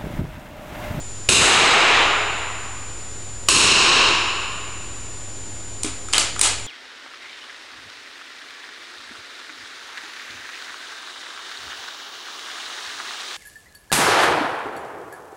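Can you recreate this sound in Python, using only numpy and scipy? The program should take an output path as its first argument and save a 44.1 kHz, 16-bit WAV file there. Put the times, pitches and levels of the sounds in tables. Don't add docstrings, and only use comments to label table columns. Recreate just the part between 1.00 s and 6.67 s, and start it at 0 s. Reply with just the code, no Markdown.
import sys
import numpy as np
from scipy import signal
from scipy.io import wavfile

SR = 44100
rng = np.random.default_rng(int(sys.argv[2]) if len(sys.argv) > 2 else 0)


def wav_out(sig):
    wavfile.write(sys.argv[1], SR, np.round(np.clip(np.atleast_2d(sig).T, -1, 1) * 32767).astype(np.int16))


N = 249910
TIME = np.arange(N) / SR

# pitch_hz, relative_db
VENT_COLOUR = [(20, -18), (31, -6), (40, -5.5), (55, -7.5), (79, -9), (100, -10), (125, -14.5),
               (240, -16.5), (340, -14.5), (520, -18.5), (900, -22), (2000, -24.5), (6500, -27.5),
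               (8450, -53)]
HISS_COLOUR = [(4500, -34), (6500, 8), (8800, 5.5), (10000, 3.5), (11500, -2.5)]
# pitch_hz, level_db
TONES = [(58.5, -49), (100, -43.5), (7089.1, -38.5), (7890, -60)]
# pitch_hz, relative_db, fade_s (time to fall by 60 dB)
STOCK_NOTES = [(263, -4, 0.45), (311, 4, 0.17), (404, -3, 0.25)]
# pitch_hz, relative_db
STEEL_COLOUR = [(100, -17), (350, -9), (700, -1), (1300, 4), (1800, -1), (2400, 2.5), (4200, -0.5),
                (6000, -2), (7800, 4), (9200, -1), (11500, -14)]
# start_s, level_db, treble_db, ring_hz
CLICKS = [(4.8328, -25, 19, 9030), (5.0852, -32, 1, 1320), (5.128, -26, 13, 5000), (5.1346, -10.5, 2, 3220),
          (5.1805, -7.7, 4.5, 4460), (5.3612, -30.5, -6, 1350), (5.393, -18.3, 5.5, 9200),
          (5.4128, -2, 6.5, 8800), (5.599, -32, -3, 2160)]
# pitch_hz, fade_s
BOOTH_FADE = [(200, 1), (1000, 0.47), (3000, 0.55), (6000, 0.43), (11000, 0.26)]
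RANGE_FADE = [(60, 1.02), (250, 1.3), (500, 1.77), (1100, 2.02), (2700, 1.81), (4200, 1.416), (6000, 1.245),
              (8500, 0.72), (11500, 0.59)]
# pitch_hz, relative_db
TRAP_COLOUR = [(65, -12.5), (150, -14), (260, -7.5), (420, -0.5), (560, -6), (720, -1.5), (1170, 0),
               (1850, -2.5), (2550, 0.5), (3250, -9), (4000, 0.5), (5000, -19), (8000, -3), (11500, -20)]
# pitch_hz, relative_db
BLAST_COLOUR = [(30, 2), (120, 2), (220, -1), (420, -1), (650, -2.5), (1500, -3.5), (2200, 0), (4000, 4),
                (5200, 4.5), (6500, -1.5), (8000, 10), (9300, 0), (11500, -9)]
# pitch_hz, width_hz, first_shot_db, second_shot_db
SHOT_BANDS = [(370, 124, 8, 8), (1063, 250, 1.5, 9), (2740, 650, 5.5, 6), (5160, 1300, -5.5, -0.5)]
# start_s, tail_db, crack_db, floor_delay_s, floor_share (0 to 1), treble_db, trap_db
SHOTS = [(0.288, 8.5, 15, 0.00077, 0.34, 0, 6), (2.4848, 7.5, 16.5, 0.000738, 0.39, 2, -9)]
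BAND_EDGES = 20 * 2 ** (np.arange(29) / 3)
BAND_FILTERS = [signal.butter(2, band, "band", fs=SR, output="sos")
                for band in zip(BAND_EDGES, BAND_EDGES[1:])]
# pitch_hz, fade_s
NO_FADE = [(1, 1e9)]


def from_db(db):
    return 10 ** (np.asarray(db) / 20)


def at_hz(points, hz):
    table = np.array(points)
    return np.interp(np.log(hz), np.log(table[:, 0]), table[:, 1])


def add(out, start_s, sound):
    start = int(round(start_s * SR))
    out[start:start + len(sound)] += sound[:N - start]


def fading_noise(colour, fades, size):
    run_in = SR // 10
    white = rng.standard_normal((2, size + run_in))
    out, power = np.zeros(size), 0
    for k, (low, high, band_filter) in enumerate(zip(BAND_EDGES, BAND_EDGES[1:], BAND_FILTERS)):
        hz = np.sqrt(low * high)
        gain = from_db(at_hz(colour, hz))
        fade = np.exp(-np.log(1000) / at_hz(fades, hz) * TIME[:size])
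        out += gain * fade * signal.sosfilt(band_filter, white[k % 2])[run_in:]
        power += gain ** 2 * 2 * (high - low) / SR
    return out / np.sqrt(power)


def steady_noise(colour):
    noise = fading_noise(colour, NO_FADE, N)
    return noise / np.sqrt(np.mean(noise ** 2) + 1e-20)


def burst(colour, length_s):
    t = TIME[:SR // 20]
    return fading_noise(colour, NO_FADE, len(t)) * np.exp(-(t / length_s) ** 2)


def adjust_band(x, hz, width_hz, change_db):
    tuning = -2 * np.cos(2 * np.pi * hz / SR)
    width = np.pi * width_hz / SR
    gain = from_db(change_db / 2)
    forward = [1 + width * gain, tuning, 1 - width * gain]
    feedback = [1 + width / gain, tuning, 1 - width / gain]
    return signal.lfilter(forward, feedback, x)


def tilt(x, treble_db, corner_hz=5500):
    low = signal.lfilter(*signal.butter(1, corner_hz, fs=SR), x)
    return low * from_db(-treble_db / 2) + (x - low) * from_db(treble_db / 2)


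def echo(x, delay_s, share):
    t = TIME[:len(x)]
    late = np.interp(t - delay_s, t, x, left=0)
    return (x + share * late) / np.sqrt(1 + share ** 2)


def early_echoes(size, spread_db, merge_s):
    t = TIME[:size]
    points_s = np.arange(0, t[-1], .002)
    wobble = np.interp(t, points_s, rng.standard_normal(len(points_s)))
    return from_db(spread_db * np.exp(-t / merge_s) * wobble)


def background(vent_db=-39.5, hiss_db=-45.5):
    tones = sum(from_db(db) * np.sqrt(2) * np.sin(2 * np.pi * (hz * TIME + rng.random()))
                for hz, db in TONES)
    vent = from_db(vent_db) * steady_noise(VENT_COLOUR)
    hiss = from_db(hiss_db) * steady_noise(HISS_COLOUR)
    return vent + hiss + tones


def stock_thump(level_db):
    t = TIME[:int(.6 * SR)]
    return sum(from_db(level_db + db - 60 * t / fade_s) * np.sin(2 * np.pi * hz * t)
               for hz, db, fade_s in STOCK_NOTES)


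def steel_click(level_db, treble_db, ring_hz=3000, ring_db=0, width_hz=650, booth_db=-7.6, wall_s=.0115):
    t = TIME[:int(.6 * SR)]
    arrival = 1 - np.exp(-(t / wall_s) ** 2)
    walls = fading_noise(STEEL_COLOUR, BOOTH_FADE, len(t))
    walls *= early_echoes(len(t), spread_db=1.5, merge_s=.02)
    sound = adjust_band(from_db(booth_db) * arrival * walls, ring_hz, width_hz, ring_db / 2)
    click = burst(STEEL_COLOUR, length_s=.0042)
    add(sound, 0, adjust_band(click, ring_hz, width_hz, ring_db))
    bounced = echo(tilt(sound, treble_db), delay_s=.0024, share=.15)
    return from_db(level_db) * bounced


def bolt_rattle(start_s=5.1435, level_db=-23, touches=4, gap_s=.0088, loss_db=2.2):
    out = np.zeros(N)
    for k, unevenness in enumerate(rng.uniform(.9, 1.1, touches)):
        tap = steel_click(level_db - loss_db * k, treble_db=-12, ring_hz=3150, ring_db=18)
        add(out, start_s + gap_s * k * unevenness, tap)
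    return out


def bolts(knock_s=4.846, stock_db=-31):
    out = bolt_rattle()
    add(out, knock_s, steel_click(level_db=-24.5, treble_db=-9) + stock_thump(level_db=-27.5))
    for start_s, level_db, treble_db, ring_hz in CLICKS:
        ring_db = 9.5 - .14 * level_db
        click = steel_click(level_db, treble_db, ring_hz, ring_db)
        add(out, start_s, click + stock_thump(level_db + stock_db))
    return out


def trap_strike(t, level_db, swell_s=.047):
    swell = 1 - np.exp(-t / swell_s)
    return from_db(level_db) * swell * fading_noise(TRAP_COLOUR, RANGE_FADE, len(t))


def muzzle_blast(t, shot_number, tail_db, crack_db, rise_s=.0022):
    lumps = early_echoes(len(t), spread_db=2.0, merge_s=.23)
    blast = from_db(tail_db) * lumps * fading_noise(BLAST_COLOUR, RANGE_FADE, len(t))
    crack = tilt(burst(BLAST_COLOUR, length_s=.0061), treble_db=-9)
    add(blast, 0, from_db(crack_db) * crack)
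    blast *= 1 - np.exp(-(t / rise_s) ** 2)
    for hz, width_hz, *changes_db in SHOT_BANDS:
        blast = adjust_band(blast, hz, width_hz, changes_db[shot_number])
    return blast


def shots(trap_delay_s=.095):
    out, t = np.zeros(N), TIME[:int(2.2 * SR)]
    for shot_number, shot in enumerate(SHOTS):
        start_s, tail_db, crack_db, floor_delay_s, floor_share, treble_db, trap_db = shot
        blast = muzzle_blast(t, shot_number, tail_db, crack_db)
        hollow = echo(blast, floor_delay_s, floor_share)
        add(out, start_s, tilt(hollow, treble_db))
        add(out, start_s + trap_delay_s, trap_strike(t, trap_db))
    return out


def scene():
    return (shots() + bolts() + background())[None, :]


def gain_control(x, ceiling_db=-14.0, release_db_per_s=170, sense_s=.012, lead_s=.0012):
    memory = np.exp(-1 / (sense_s * SR))
    smoothed_power = signal.lfilter([1 - memory], [1, -memory], x ** 2)
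    level_db = 10 * np.log10(smoothed_power + 1e-12)
    excess_db = np.maximum(level_db - ceiling_db, 0)
    release_db = release_db_per_s * TIME
    cut_db = np.maximum.accumulate(excess_db + release_db) - release_db
    return x * from_db(-np.interp(TIME + lead_s, TIME, cut_db))


def record(dry, offset=-0.023, rolloff_hz=10300, input_top_hz=12600, peak_limit=.7, cutoff_hz=16000):
    dulled = signal.sosfilt(signal.butter(5, rolloff_hz, fs=SR, output="sos"), dry[0])
    narrowed = signal.sosfilt(signal.cheby2(14, 50, input_top_hz, fs=SR, output="sos"), dulled)
    clipped = np.clip(gain_control(narrowed + offset), -peak_limit, peak_limit)
    return signal.sosfilt(signal.cheby2(14, 50, cutoff_hz, fs=SR, output="sos"), clipped)[None, :]


dry = scene()
out = record(dry)
wav_out(out)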